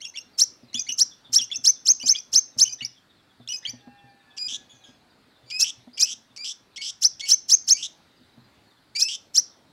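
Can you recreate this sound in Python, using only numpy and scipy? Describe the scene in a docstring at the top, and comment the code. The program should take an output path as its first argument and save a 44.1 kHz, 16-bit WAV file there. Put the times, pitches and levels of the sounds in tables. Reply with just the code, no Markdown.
"""A small caged bird calls close by in a walled garden: sharp rising chirps, near-sine sweeps
coloured by throat, beak and cage. A neighbouring bird chatters in short harmonic notes, whistles
and buzzes of puffed noise. Something hollow is knocked now and then and rings in two modes.
Far off, two roosters crow and small birds twitter over outdoor air. The walls add a short bright tail."""
import sys
import numpy as np
from scipy import signal
from scipy.fft import rfft, irfft, next_fast_len
from scipy.io import wavfile
from scipy.ndimage import uniform_filter1d

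SR = 44100
rng = np.random.default_rng(int(sys.argv[2]) if len(sys.argv) > 2 else 0)


def digitize_waveform(pressure):
    """Quantize a signal to 16-bit integers and store it at the path in sys.argv[1].

    Rows of a 2-D input are taken as channels; values are limited to [-1, 1].
    """
    field = np.atleast_2d(pressure).T
    bounded = np.clip(field, -1, 1)
    quanta = np.round(bounded * 32767).astype(np.int16)
    wavfile.write(sys.argv[1], SR, quanta)


N = 428652

# caged bird: (mid-sweep time [s], time left [s], top pitch [Hz], effort [dB], fade [dB],
# overtone [dB], rasp [dB])
CHIRPS = [(0.4104, 0.032, 6000, -11.5, -4.5, -14.5, -12.5), (1.007, 0.027, 5930, -12.5, 1.5, -16.5, -13.5),
          (1.3562, 0.031, 5755, -11.5, -2, -14, -11.5), (1.6674, 0.041, 6214, -9.5, -5, -15, -16),
          (1.8825, 0.039, 6460, -11, 1, -17, -22), (2.089, .0392, 6360, -11.5, -5, -18.5, -17),
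          (2.3532, .0424, 6330, -9.5, -6, -17.5, -14.5), (2.609, .0332, 6315, -10.5, -0.5, -15.5, -14.5),
          (5.6199, 0.027, 5730, -13.5, -12, -15.5, -11), (6.0235, 0.03, 6030, -11, -16, -16, -12),
          (7.045, .0294, 6060, -10.5, -7.5, -18, -14.5), (7.3126, 0.035, 6175, -12, -0.5, -18, -8.5),
          (7.5158, 0.037, 6400, -11, 2.5, -17, -11), (7.7025, 0.034, 6490, -11.5, 3, -16.5, -15),
          (9.0185, 0.03, 5900, -13, -11, -21, -11), (9.3736, 0.029, 5985, -12, -2.5, -16.5, -13)]
# rise shared by all chirps: (time from mid-sweep [s], pitch [Hz])
SWEEP = [(-.026, 2546), (-.018, 2826), (-.010, 3288), (-.004, 4056), (.003, 4850), (.009, 5498)]
# throat, beak and cage resonances: (centre [Hz], width [Hz], gain [dB])
TRACT = [(3356, 2270, -20.5), (4225, 190, -4.5), (4890, 490, -5), (5504, 766, 3.5), (6204, 740, 1.5),
         (7315, 430, -0.5), (8320, 480, -14), (9323, 740, -14), (10530, 980, -13), (11400, 600, -20),
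         (12500, 1100, -16), (14800, 2600, -24.5)]
# neighbour: (start [s], length [s], from pitch [Hz], to pitch [Hz], level [dB], overtone boost [dB])
NOTES = [(.004, 0.011, 2080, 2230, -45.5, 3), (0.014, 0.044, 2930, 3390, -40, 10),
         (.049, 0.028, 2860, 2740, -37, 4.5), (0.075, 0.027, 6300, 6180, -41.5, 5),
         (.139, 0.021, 2040, 2300, -45, -7), (0.157, 0.017, 3220, 3470, -35.5, 5.5),
         (.172, 0.022, 2916, 2780, -34, 4), (0.189, 0.033, 5460, 6400, -44, 8),
         (.73, .013, 2100, 2300, -45.5, 5), (.742, 0.039, 2990, 3510, -29.5, 11.5),
         (0.772, 0.039, 2570, 2436, -35.5, 5.5), (0.793, 0.032, 6270, 6340, -29.5, -5),
         (0.865, 0.022, 2090, 2300, -42, -2), (0.886, 0.039, 3035, 2857, -28, 5.5),
         (0.92, 0.026, 5900, 6300, -27.5, 2), (1.383, 0.028, 3510, 3190, -28.5, 2),
         (1.412, 0.027, 2770, 2907, -30, 13), (1.438, 0.015, 6030, 6200, -35, 0),
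         (1.501, .014, 2100, 2350, -48, -10), (1.514, 0.019, 3590, 3406, -30.5, -2),
         (1.53, 0.028, 2786, 2650, -36.5, 5), (1.557, 0.019, 6000, 6197, -29, -2),
         (1.997, 0.035, 2740, 3020, -33.5, 8), (2.027, 0.038, 2335, 2500, -33.5, 8.5),
         (2.058, 0.017, 6100, 6300, -25, -2), (2.131, 0.02, 2150, 2330, -47.5, -17),
         (2.148, 0.019, 3240, 3420, -30, -10), (2.163, 0.029, 2500, 2450, -37.5, 3),
         (2.184, .024, 5980, 5970, -35.5, -2), (2.649, 0.04, 2920, 3010, -34.5, 9),
         (2.691, 0.046, 2380, 2490, -40, 6.5), (2.724, 0.025, 6190, 5910, -31, -2),
         (2.785, 0.022, 1826, 2020, -48.5, -3), (2.808, 0.019, 2980, 2890, -33, -18),
         (2.821, 0.038, 2240, 2270, -37, -1), (2.848, 0.019, 5460, 5820, -30.5, 4.5),
         (3.475, 0.012, 3470, 4200, -43.5, 8), (3.486, 0.049, 2780, 2990, -30.5, 9.5),
         (3.525, 0.0393, 2596, 2510, -33.5, 7), (3.562, .03, 5950, 6300, -40, 5),
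         (3.626, 0.025, 1810, 2180, -48.5, -14), (3.651, 0.018, 3200, 3285, -29, -8),
         (3.669, 0.03, 2210, 2355, -37.5, 3.5), (3.692, 0.023, 5400, 6080, -36.5, 5),
         (4.381, 0.099, 2417, 2470, -33, 12.5), (4.692, .035, 3590, 3300, -54, 12),
         (4.738, 0.04, 6350, 6180, -59, -1), (4.836, 0.027, 3495, 3260, -50, 9),
         (4.852, 0.037, 2670, 2510, -61, 4), (4.87, 0.036, 6120, 6500, -64, 1),
         (5.462, 0.032, 2400, 2340, -49.5, 4), (5.512, 0.14, 2400, 2640, -32, -1.5),
         (5.928, 0.037, 4660, 5120, -49, 2), (5.987, 0.074, 2340, 2575, -29.5, 4),
         (6.378, 0.065, 2280, 2405, -38, 2), (6.776, 0.046, 2170, 2250, -40, -6),
         (7.211, 0.052, 2220, 2220, -37, -0.5), (7.72, 0.06, 2240, 2330, -40.5, 4),
         (8.95, 0.14, 2276, 2657, -29, 5)]
# neighbour's throat: (frequency [Hz], gain [dB])
THROAT = [(2100, -13.5), (2600, -12), (2950, -6.5), (3400, 0.3), (4200, -14), (4800, -4.5), (5800, -12.5),
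          (6400, -17.5), (7200, -22), (8600, -34), (10400, -35), (13600, -54.5)]
# by register: (pitch [Hz], roughness [0-1])
ROUGHNESS = [(2400, .5), (3100, 1), (5000, 0.6)]
# by register: (pitch [Hz], arch [share of pitch])
ARCH = [(2500, -.01), (3200, .05), (6000, 0.084)]
# neighbour: (start [s], length [s], low band [Hz], high band [Hz], low [dB], high [dB], swell [dB])
BUZZES = [(4.366, 0.02, 2880, 5400, -35, -28.5, 23.5), (4.482, .09, 3100, 5560, -32.5, -36, 2.5),
          (5.501, 0.014, 3040, 5200, -35, -31.5, 9), (5.643, 0.07, 2970, 5350, -34, -35.5, -1),
          (5.973, .014, 2850, 5400, -26.5, -24.5, 22), (6.057, 0.086, 2920, 5280, -36, -33, 5),
          (6.362, 0.019, 2630, 5110, -52, -38.5, 3), (6.444, .087, 3060, 5070, -39.5, -36, -3.5),
          (6.76, 0.024, 3100, 5250, -36.5, -36, 6.5), (6.815, 0.098, 2970, 4910, -35.5, -32, 3),
          (7.196, 0.021, 3320, 5520, -31.5, -32.5, 7.5), (7.252, 0.082, 2830, 5100, -34.5, -30, 9),
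          (7.767, 0.1, 2660, 5200, -42, -38.5, 3), (7.826, 0.048, 3380, 5670, -33.5, -36, -1.5),
          (8.958, 0.018, 2640, 4960, -39.5, -31, 5), (9.084, .082, 2990, 5200, -35, -34, -1.5)]
# blows: (time [s], level [dB], low mode gain [dB], slap gain [dB])
KNOCKS = [(0.629, -40.5, -11, -16), (0.745, -32, -16, -23.5), (0.889, -42.5, -16, -20),
          (1.292, -44.5, -6, -13), (1.399, -44, -8, -12), (1.581, -47, -7, -7), (2.034, -33.5, -17.5, -7),
          (2.333, -42, -8, 1.5), (2.563, -39.5, -5, -9.5), (2.665, -58, 5, -16), (2.816, -40.5, -4, -16),
          (3.397, -41, -6, -8.5), (3.681, -51, 4, -8), (3.733, -36, -11.5, -11.5), (3.871, -35, -19, -9),
          (4.037, -49, -2, -9), (4.469, -52, -3, -6), (4.52, -46.5, -20.5, -7), (4.733, -51, -4.5, -11.5),
          (4.886, -45.5, -12.5, -5.5), (5.435, -58, 6, -17), (5.776, -55, 3.5, -23),
          (5.872, -36, -24, -12.5), (6.303, -52, -7, -17), (8.207, -48.5, -16, -16), (8.374, -42, -7, -15)]
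# hollow body: (frequency [Hz], t60 [s])
HOLLOW_MODES = [(123, 0.3), (245, 0.14)]
# roosters: (start [s], length [s], pitch [Hz], sag [Hz/s], level [dB], fade [dB])
CROWS = [(3.55, 1.7, 835, 65, -61, -20.5), (3.5, 1.534, 1870, 170, -68, -5.5)]
# one list per crow: (pitch multiple, gain [dB])
CROW_PARTIALS = [
    [(1, 0), (2, -11), (3, -13)],
    [(1, -1), (1.5, -7)],
]
# clearest chips of far birds: (start [s], pitch [Hz], level [dB])
CHIPS = [(.325, 4950, -59.5), (.62, 5300, -63), (.672, 4300, -58), (1.102, 3730, -52), (1.238, 3790, -52),
         (1.745, 3800, -58), (2.955, 3630, -57), (3.085, 3930, -62), (3.175, 3700, -66),
         (3.285, 3700, -65.5), (3.395, 3850, -59.5), (3.785, 3800, -61), (3.97, 3650, -61),
         (4.29, 3720, -59), (4.08, 4990, -67.5), (5.09, 5100, -67), (7.63, 4900, -57)]
# outdoor air spectrum: (frequency [Hz], relative density [dB])
AIR_SPECTRUM = [(15, -74), (25, -40), (113, -5), (165, -13), (241, -6), (425, -14), (858, -15.5),
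                (1070, -18), (1400, -17), (2670, -23), (2970, -23), (4340, -19.5), (5830, -32),
                (7850, -33.5), (15800, -42)]
# wall tail: (frequency [Hz], t60 [s])
WALL_DECAY = [(2000, 0.31), (4000, 0.28), (6000, 0.31), (9000, 0.19), (14000, 0.083)]

EDGE_HZ = 15900
AWAY_BELOW_DB = -48  # quieter notes are sung facing away, heard mostly off the walls


def amp(db):
    """Decibels to gain."""
    return 10 ** (np.asarray(db) / 20)


def unit_rms(x):
    """Scale to rms 1."""
    return x / np.sqrt(np.mean(x ** 2) + 1e-20)


def lookup(table, hz):
    """Interpolate over log frequency."""
    table_hz, value = np.transpose(table)
    return np.interp(np.log(hz + 1), np.log(table_hz + 1), value)


def add(mix, start_s, sound):
    """Mix in at start_s."""
    part = mix[max(round(start_s * SR), 0):][:len(sound)]
    part += sound[:len(part)]


def drift(size, span):
    """Random wander, rms 1, smoothed over span points."""
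    return unit_rms(uniform_filter1d(uniform_filter1d(rng.standard_normal(size), span), span))


def resonate(x, hz, width_hz):
    """Band-pass: shift hz to zero, smooth twice, shift back."""
    carrier = np.exp(2j * np.pi * np.cumsum(hz * np.ones(len(x))) / SR)
    pole = np.exp(-np.pi * width_hz / SR)
    return 2 * (carrier * signal.lfilter([(1 - pole) ** 2], [1, -2 * pole, pole ** 2], x / carrier)).real


def tones(hz, partials):
    """Sines (multiple, gain [dB]) on a pitch curve, muted above EDGE_HZ."""
    phase = 2 * np.pi * np.cumsum(hz) / SR
    return np.sqrt(2) * sum(amp(db) * (k * hz < EDGE_HZ) * np.sin(k * phase) for k, db in partials)


def chirp(middle_s, left_s, top_hz, effort_db, fade_db, overtone_db, rasp_db):
    """Rising near-sine, raspy until the membranes settle. Returns (start [s], sound)."""
    sweep_s, sweep_hz = np.transpose(SWEEP)
    t = np.arange(sweep_s[0] - .014, left_s + .0014, 1 / SR)
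    top_share, sag_hz = .86, 159.3  # after the sweep: arch to the top, then sag
    arch = np.maximum((t - sweep_s[-1]) / (top_share * (left_s - sweep_s[-1])), 0)
    hz = np.interp(t, sweep_s, sweep_hz)
    hz += (top_hz - sweep_hz[-1]) * np.sin(np.pi / 2 * np.minimum(arch, 1))
    hz -= sag_hz * np.clip(arch - 1, 0, 1) * top_share / (1 - top_share)
    unsettled = np.exp(-np.maximum(t - sweep_s[1], 0) / .038)
    hz = uniform_filter1d(hz, 120) * (1 + (.0024 + .037 * unsettled) * drift(len(t), 24))
    level_db = effort_db + np.interp(t, [sweep_s[-1], left_s], [0, fade_db]) + 1.2 * drift(len(t), 50)
    entry_db = 900.5 * np.minimum(t - sweep_s[2], 0)  # fundamental enters after its overtone
    thinning_db = -600 * np.maximum(t - sweep_s[4], 0)
    clear = tones(hz, [(1, level_db + entry_db), (2, overtone_db + np.maximum(thinning_db, -14)),
                       (3, overtone_db - 12.5 + thinning_db)])
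    clear *= np.clip((t - sweep_s[0] + .0027) / .021, 0, 1)
    grain_db = np.minimum(7.3 * drift(len(t), 30), 8)
    rasp = amp(rasp_db + grain_db) * rng.standard_normal(len(t))
    rasp *= np.clip((t - t[0]) / .026, 0, 1) ** 2.5 / (1 + np.exp((t - sweep_s[2]) / .015))
    release = np.clip((t[-1] - t) / .0046, 0, 1)
    return middle_s + t[0], (clear + rasp) * release


def tract(x, notch_hz=5860, notch_width_hz=200, sideband_hz=3890, sideband_db=-35.5):
    """Throat, beak and cage resonate; the cage cancels one band. Faint copies sound above and below."""
    hz = np.fft.rfftfreq(N, 1 / SR)
    power = sum(amp(db) ** 2 / (1 + (2 * (hz - centre_hz) / width_hz) ** 2) ** 2
                for centre_hz, width_hz, db in TRACT)
    notch = 1 - .75 / (1 + (2 * (hz - notch_hz) / notch_width_hz) ** 2)
    coloured = irfft(rfft(x) * np.sqrt(power) * notch, N)
    return coloured * (1 + 2 * amp(sideband_db) * np.sin(2 * np.pi * sideband_hz * np.arange(N) / SR))


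def note(length_s, from_hz, to_hz, level_db, boost_db, settle_s=.035):
    """Neighbour's harmonic note: scoops up, arches, steadies as it is held."""
    t = np.arange(0, length_s, 1 / SR)
    rough = lookup(ROUGHNESS, from_hz) * np.exp(-t / settle_s)
    arch = lookup(ARCH, from_hz) * (np.sin(np.pi * t / length_s) - .6)
    scoop = .08 * np.exp(-t / .004)
    hz = (from_hz + (to_hz - from_hz) * np.sin(np.pi / 2 * t / length_s)) * (1 + arch - scoop)
    hz *= 1 + .022 * rough * drift(len(t), 30) + .007 * drift(len(t), 350)  # jitter, slow waver
    partials = [(k, lookup(THROAT, k * hz) + boost_db * (k > 1)) for k in range(1, 6)]
    flutter_db = 5.1 * rough * drift(len(t), 50) + 2.7 * drift(len(t), 300)
    clear = amp(level_db + flutter_db) * unit_rms(tones(hz, partials))
    breath = amp(-18.5) * rough * clear * drift(len(t), 12)
    return (clear + breath) * np.clip(np.minimum(t, length_s - t) / .003, 0, 1) ** .65


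def buzz(length_s, low_hz, high_hz, low_db, high_db, swell_db, puffs_per_s=240, rise_per_s=1.7):
    """Neighbour's buzz: uneven noise puffs ring two climbing bands and two faint steady ones."""
    t = np.arange(0, length_s, 1 / SR)
    cycles = np.cumsum(puffs_per_s * (1 + .37 * drift(len(t), 150))) / SR
    pulses = uniform_filter1d(np.exp(-(cycles % 1) / .35), 40)
    puffs = (.3 + pulses) * rng.standard_normal(len(t))

    def band(hz, width_hz):
        return unit_rms(resonate(resonate(puffs, hz, width_hz), hz, width_hz))

    rise = 1 + rise_per_s * t
    low = amp(low_db) * band(low_hz * rise, 950)
    high = amp(high_db) * (band(high_hz * rise, 2100) + .25 * band(7680, 1200))
    top = amp(high_db - 24) * band(10300, 2900)
    swell = amp(swell_db * (t / length_s - 1))
    attack = np.clip(t / .0011, 0, 1)
    release = np.clip((length_s - t) / min(.011, length_s / 4), 0, 1)
    return (low + high + top) * swell * attack * release


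def knocks(slap_t60_s=.068, attack_s=.0045):
    """Each blow slaps dully and rings the hollow body's two modes."""
    out, t = np.zeros(N), np.arange(SR // 2) / SR
    (low_hz, low_t60_s), (high_hz, high_t60_s) = HOLLOW_MODES
    for start_s, level_db, low_db, slap_db in KNOCKS:
        detune = 1 + .03 * rng.standard_normal(2)
        low = amp(low_db - 60 * t / low_t60_s) * np.sin(2 * np.pi * low_hz * detune[0] * t)
        high = amp(-2 - 60 * t / high_t60_s) * np.sin(2 * np.pi * high_hz * detune[1] * t)
        noise = unit_rms(resonate(rng.standard_normal(len(t)), hz=600, width_hz=500))
        slap = amp(slap_db - 60 * t / slap_t60_s) * noise
        add(out, start_s, amp(level_db) * (low + high + slap) * np.clip(t / attack_s, 0, 1))
    return out


def roosters():
    """Two long sinking crows, wavering with distance."""
    out = np.zeros(N)
    for (start_s, length_s, hz, sag_hz_per_s, level_db, fade_db), partials in zip(CROWS, CROW_PARTIALS):
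        t = np.arange(0, length_s, 1 / SR)
        waver_db = 2.5 * drift(len(t), 1500)
        envelope = amp(level_db + fade_db * t / length_s + waver_db) * signal.windows.tukey(len(t), .3)
        pitch_hz = (hz - sag_hz_per_s * t) * (1 + .0049 * drift(len(t), 600))
        add(out, start_s, envelope * tones(pitch_hz, partials))
    return out


def twitter(chip_s=.045, fall_per_s=3.2, faint_per_s=8, faint_hz=(3700, 5400), faint_db=-64.5):
    """Blurred falling chips of far birds: the listed ones, plus faint ones at random."""
    out, t = np.zeros(N), np.arange(0, chip_s, 1 / SR)
    when, pitch, softness = rng.random((round(faint_per_s * N / SR), 3)).T
    faint = zip(when * N / SR, np.interp(pitch ** 2, [0, 1], faint_hz), faint_db - 10 * softness)
    for start_s, hz, level_db in CHIPS + list(faint):
        tone = tones(hz * (1 - fall_per_s * t), [(1, level_db)])
        blur = 1 + .5 * drift(len(t), 60)
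        add(out, start_s, tone * blur * np.hanning(len(t)))
    return out


def air(rms_db=-61):
    """Outdoor noise with drifting spectral patches."""
    frames, hz = N // 256 + 5, np.fft.rfftfreq(1024, 1 / SR)
    real, imag, patches = rng.standard_normal((frames, 513, 3)).T
    patches_db = 2 * unit_rms(uniform_filter1d(uniform_filter1d(patches, 10, axis=0), 20, axis=1))
    shape_db = lookup(AIR_SPECTRUM, hz)[:, None] + patches_db + .9 * drift(frames, 60)
    noise = signal.istft((real + 1j * imag) * amp(shape_db), nperseg=1024, noverlap=768)[1]
    return amp(rms_db) * unit_rms(noise[:N])


def walls(x):
    """Reflections: sparse taps of random sign, each band decaying at its own rate."""
    taps = np.zeros(SR)
    slots = np.arange(200, SR - 20, 20)
    taps[slots + rng.integers(0, 20, len(slots))] = rng.choice([-1., 1.], len(slots))
    hz, t, spectra = signal.stft(taps, SR, nperseg=256)
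    decay = amp(-60 * t / lookup(WALL_DECAY, hz)[:, None])
    tail = signal.istft(spectra * decay, SR, nperseg=256)[1]
    return signal.fftconvolve(x, tail / np.linalg.norm(tail))[:N]


def scene():
    """Mono mix: birds with wall tail; knocks and air dry."""
    caged, neighbour, away = np.zeros((3, N))
    for row in CHIRPS:
        add(caged, *chirp(*row))
    caged = tract(caged)
    for start_s, length_s, from_hz, to_hz, level_db, boost_db in NOTES:
        bus = away if level_db < AWAY_BELOW_DB else neighbour
        add(bus, start_s, note(length_s, from_hz, to_hz, level_db, boost_db))
    for start_s, *settings in BUZZES:
        add(neighbour, start_s, buzz(*settings))
    chips, crows = twitter(), roosters()
    direct = caged + neighbour + amp(-8) * away + chips + crows
    wet = walls(amp(-22.5) * caged)
    wet += walls(amp(-17.5) * neighbour + amp(-4.5) * away + amp(-6.5) * chips + crows)
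    return (direct + wet + knocks() + air())[None]


def record(dry):
    """Soft envelope limiter, then low-pass at EDGE_HZ."""
    ceiling = .8
    drive = abs(signal.hilbert(dry, next_fast_len(N))[:, :N]) / ceiling + 1e-9
    limited = dry * uniform_filter1d(np.tanh(drive) / drive, 20)
    lowpass = signal.firwin(511, EDGE_HZ, window=("kaiser", 9), fs=SR)
    return signal.oaconvolve(limited, lowpass[None], "same")


dry = scene()
out = record(dry)
digitize_waveform(out)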